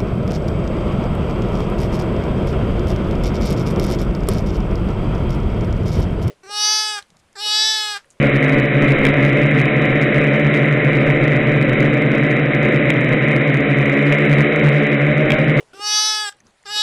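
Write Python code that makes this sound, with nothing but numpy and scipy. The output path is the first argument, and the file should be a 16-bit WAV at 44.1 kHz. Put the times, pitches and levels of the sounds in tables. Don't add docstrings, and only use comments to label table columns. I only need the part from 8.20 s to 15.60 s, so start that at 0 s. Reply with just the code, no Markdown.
import sys
import numpy as np
from scipy import signal
from scipy.fft import rfft, irfft, next_fast_len
from scipy.io import wavfile

SR = 44100
rng = np.random.default_rng(int(sys.argv[2]) if len(sys.argv) > 2 else 0)


def dump(signal):
    limited = np.clip(np.atleast_2d(signal).T, -1, 1)
    pcm = np.round(limited * 32767).astype(np.int16)
    wavfile.write(sys.argv[1], SR, pcm)


N = 326340
MIC_TOP_HZ = 3960


def from_db(db):
    return 10 ** (np.asarray(db) / 20)


def rms_one(x):
    return x / np.sqrt(np.mean(x ** 2) + 1e-20)


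def level_db(curve):
    time_s, db = np.transpose(curve)
    return np.interp(np.arange(N) / SR, time_s, db)


def drift(rate_per_s):
    pole = np.exp(-80 * np.pi * rate_per_s / SR)
    noise = rng.standard_normal(N // 40 + 2002)
    slow = signal.lfilter([1], [1, -2 * pole, pole * pole], noise)[2000:]
    return np.interp(np.arange(N) / 40, np.arange(len(slow)), rms_one(slow))


def coloured(x, spectrum):
    size = next_fast_len(N)
    hz, db = np.transpose(spectrum)
    bins_hz = np.maximum(np.arange(size // 2 + 1) * SR / size, 1)
    gain = from_db(np.interp(np.log(bins_hz), np.log(hz), db))
    return irfft(rfft(x, size) * gain, size)[..., :N]


def push(middle_s, length_s):
    phase = np.clip((np.arange(N) / SR - middle_s) / length_s, -.5, .5)
    return np.cos(np.pi * phase) ** 2


def rotor_speeds():
    cruise_hz = [64.272, 68.021, 73.592, 76.204]
    # (middle [s], length [s], change of rotors 1, 2, 3, 4 [turns/s])
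    corrections = [(0.0, 0.78, -2.17, 2.46, -1.22, -6.42), (0.58, 1.41, 4.38, -3.28, -1.4, -3.11),
                   (1.01, 0.56, -2.25, -0.96, -4.73, 1.39), (1.03, 1.13, 0.79, 1.76, 0.8, -3.14),
                   (1.41, 0.41, -0.5, -2.2, -0.58, -0.51), (2.17, 0.64, 2.55, 1.35, 0.68, 0.13),
                   (2.4, 1.96, 0.89, 1.29, -0.71, -0.9), (3.39, 1.07, -1.67, -1.04, -0.34, -1.27),
                   (4.43, 0.76, -0.87, 0.66, -0.9, -0.45), (4.82, 0.46, -3.22, -2.62, -1.85, 2.92),
                   (5.69, 1.54, 0.74, -1.09, -1.68, -2.38), (6.28, 1.11, -1.25, -0.42, 1.53, 5.39),
                   (6.33, 2.2, 7.34, 4.54, -1.45, -3.24), (7.14, 0.8, 1.42, 4.61, 3.63, 2.42)]
    speeds_hz = np.array(cruise_hz)[:, None]
    for middle_s, length_s, *change_hz in corrections:
        speeds_hz = speeds_hz + np.outer(change_hz, push(middle_s, length_s))
    return speeds_hz


def rotor_angle(speed_hz):
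    hunt_rad, hunts_per_s = 0.064, 3.5
    return 2 * np.pi * np.cumsum(speed_hz) / SR + hunt_rad * drift(hunts_per_s)


def blade_tone(angle, flutter_db):
    return np.sqrt(2) * np.sin(2 * angle) * from_db(flutter_db * drift(2.4))


def frame_shake(angle, imbalance_db, flutter_db, wobble_rad):
    # (multiple of turning rate [1], relative level [dB])
    orders = [(1, -47.5), (3, -32), (4, -30), (5, -29.5), (6, -32), (7, -36.5), (8, -34.5), (9, -47),
              (10, -40.5), (11, -50.5), (12, -51.5), (13, -68.5), (14, -56), (15, -60), (16, -48),
              (17, -59), (18, -57), (19, -56.5), (20, -45)]
    shake = np.zeros(N)
    angle = angle + wobble_rad * drift(19)
    for order, db in orders:
        gain = from_db(db + imbalance_db * (order % 2) + flutter_db * drift(5.8))
        shake += np.sqrt(2) * gain * np.sin(order * angle + rng.uniform(0, 2 * np.pi))
    return shake


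def blade_rasp(angle, sharpness, unequal, rough, orders=60):
    turn = rms_one(irfft(np.exp(2j * np.pi * rng.random(orders)), 1024))
    chatter = np.interp(angle / (2 * np.pi) % 1, np.linspace(0, 1, len(turn)), turn)
    lowpass = signal.butter(2, MIC_TOP_HZ, fs=SR, output="sos")
    turbulence = rms_one(signal.sosfilt(lowpass, rng.standard_normal(N)))
    burst = np.exp(sharpness * np.cos(2 * angle) + unequal * np.cos(angle))
    return rms_one(burst * (chatter + rough * turbulence))


def blade_wash():
    # (frequency [Hz], relative density [dB per Hz])
    wash_colour = [(60, -23), (180, -17), (245, -15.5), (330, 0.5), (390, -4), (480, -2), (590, 5.5),
                   (700, -11), (850, -15.5), (1500, -34.5), (4000, -56.5)]
    return rms_one(coloured(rng.standard_normal(N), wash_colour))


def frame_vibration(shake, air, unrest_db):
    # (frequency [Hz], gain [dB])
    frame_response = [(70, -1.5), (150, -4), (190, -10), (213, 3), (235, 2), (270, 3), (345, -5),
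                      (390, -5.5), (430, -0.5), (590, 1.5), (800, -3), (1400, 1)]
    calm_db, growth_per_wind, wash_db = -18, 10.7, -8.5
    vibration = rms_one(coloured(shake, frame_response)) + from_db(wash_db) * blade_wash()
    return from_db(calm_db + unrest_db) * (1 + growth_per_wind * air) * vibration


def housing_rasp(rasp, air, unrest_db):
    # (frequency [Hz], relative density [dB per Hz])
    housing_colour = [(300, -33.5), (800, -26.5), (1000, -16), (1400, -11), (1700, -6), (1950, -1),
                      (2150, 0), (2400, -4), (2750, -15), (3050, -15.5), (3400, -25.5), (3900, -19.5),
                      (4400, -22)]
    # (time [s], level [dB])
    calm_level = [(0, -21), (1.0, -20), (2.7, -21), (3.9, -22), (4.7, -20.5), (5.5, -21.5), (6.3, -19.5),
                  (7.4, -21.5)]
    growth_per_wind = 2.5
    gain = from_db(level_db(calm_level) + unrest_db) * (1 + growth_per_wind * air)
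    return gain * rms_one(coloured(rasp, housing_colour))


def ring(clicks, hz, t60_s):
    radius, step_rad = from_db(-60 / (t60_s * SR)), 2 * np.pi * hz / SR
    feedback = [1, -2 * radius * np.cos(step_rad), radius * radius]
    return signal.lfilter([0, np.sin(step_rad)], feedback, clicks + 1e-18)


def mount_ticks():
    # (time [s], strength [dB])
    knocks = [(0.852, -1.5), (.8555, -10), (0.8665, -5.5), (.871, -12), (2.339, -12), (4.703, -2),
              (5.924, -5.5), (7.1043, -2.5), (7.107, -12), (7.119, -1.5)]
    # (frequency [Hz], relative level [dB], t60 [s])
    modes = [(2360, 0, 0.01), (2540, -12, 0.0048), (3210, -13, 0.018)]
    clicks = np.zeros(N)
    for time_s, db in knocks:
        clicks[round(time_s * SR)] = from_db(db)
    return sum(from_db(db) * ring(clicks, hz, t60_s) for hz, db, t60_s in modes)


def wind_pressure():
    # (time [s], level [dB])
    breeze = [(0, -38.5), (1.2, -38), (2.0, -41.5), (2.35, -55), (2.9, -36), (4.2, -45.5), (5.6, -52),
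              (6.8, -56), (7.4, -35)]
    # (middle [s], length [s], peak added to the breeze [dB])
    gusts = [(0.066, 0.18, -41), (0.372, 0.099, -31), (0.637, 0.093, -28), (0.85, 0.42, -28),
             (2.956, 0.51, -40), (3.677, 0.073, -49), (4.945, 0.095, -31), (5.912, 0.11, -33),
             (6.204, 0.17, -36), (6.447, 0.15, -42), (7.09, 0.22, -33)]
    buffet_db, buffets_per_s = 3, 4
    air = from_db(level_db(breeze) + buffet_db * drift(buffets_per_s))
    for middle_s, length_s, db in gusts:
        air = air + from_db(db) * push(middle_s, length_s)
    return air


def wind_noise(air):
    # (frequency [Hz], relative density [dB per Hz])
    wind_colour = [(10, 5.5), (25, -7), (50, -11), (90, -2.5), (200, -12.5), (1000, -52.5)]
    return air * rms_one(coloured(rng.standard_normal(N), wind_colour))


def scene():
    # (blade tone [dB], overtones [dB], imbalance = odd orders [dB], rasp [dB]), all relative
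    rotors = [(-24, -2, 1, -7), (-21.5, 0, 3, -6), (-25, 2.5, 0, -4), (-20.5, -0.5, -11, -3)]
    # (time [s], level [dB])
    hum_level = [(0, -2), (.7, 1.5), (1.8, -1), (2.9, 0.5), (4.0, -1.3), (5.75, -1.5), (5.9, 1.5),
                 (6.22, 1.5), (6.29, -7), (6.42, 3.5), (6.7, -2), (7.4, 1)]
    air = wind_pressure()
    unrest_db = .5 * drift(9.6)
    hum_db = level_db(hum_level)
    hum, shake, rasp = 0, 0, 0
    for speed_hz, (tone_db, overtone_db, imbalance_db, rasp_db) in zip(rotor_speeds(), rotors):
        angle = rotor_angle(speed_hz)
        hum = hum + from_db(tone_db + hum_db) * blade_tone(angle, flutter_db=-0.7)
        overtones = frame_shake(angle, imbalance_db, flutter_db=2.5, wobble_rad=0.013)
        shake = shake + from_db(overtone_db) * overtones
        bursts = blade_rasp(angle, sharpness=0.83, unequal=0.081, rough=1.0)
        rasp = rasp + from_db(rasp_db) * bursts
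    frame = frame_vibration(shake, air, unrest_db)
    housing = housing_rasp(rasp, air, unrest_db)
    return (hum + frame + housing + mount_ticks() + wind_noise(air))[None]


def overload(x, top, knee):
    room = max(top - knee, .005)
    excess = np.maximum(np.abs(x) - knee, 0)
    return np.clip(x, -knee, knee) + np.sign(x) * room * np.tanh(excess / room)


def record(dry):
    # (frequency [Hz], gain [dB])
    treble = [(3800, 0), (4300, -10), (5500, -5), (7500, -2.5), (10000, -0.5), (16000, -2.5)]
    cutoff_hz, hiss_db = 15900, -77.5
    mic_lowpass = signal.ellip(14, .2, 90, MIC_TOP_HZ, fs=SR, output="sos")
    narrow = signal.sosfilt(mic_lowpass, dry)
    loud = coloured(overload(narrow, top=0.5, knee=0.44), treble)
    hissy = loud + from_db(hiss_db) * rng.standard_normal(dry.shape)
    final_lowpass = signal.ellip(10, .2, 80, cutoff_hz, fs=SR, output="sos")
    return signal.sosfilt(final_lowpass, hissy)


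dry = scene()
out = record(dry)
dump(out)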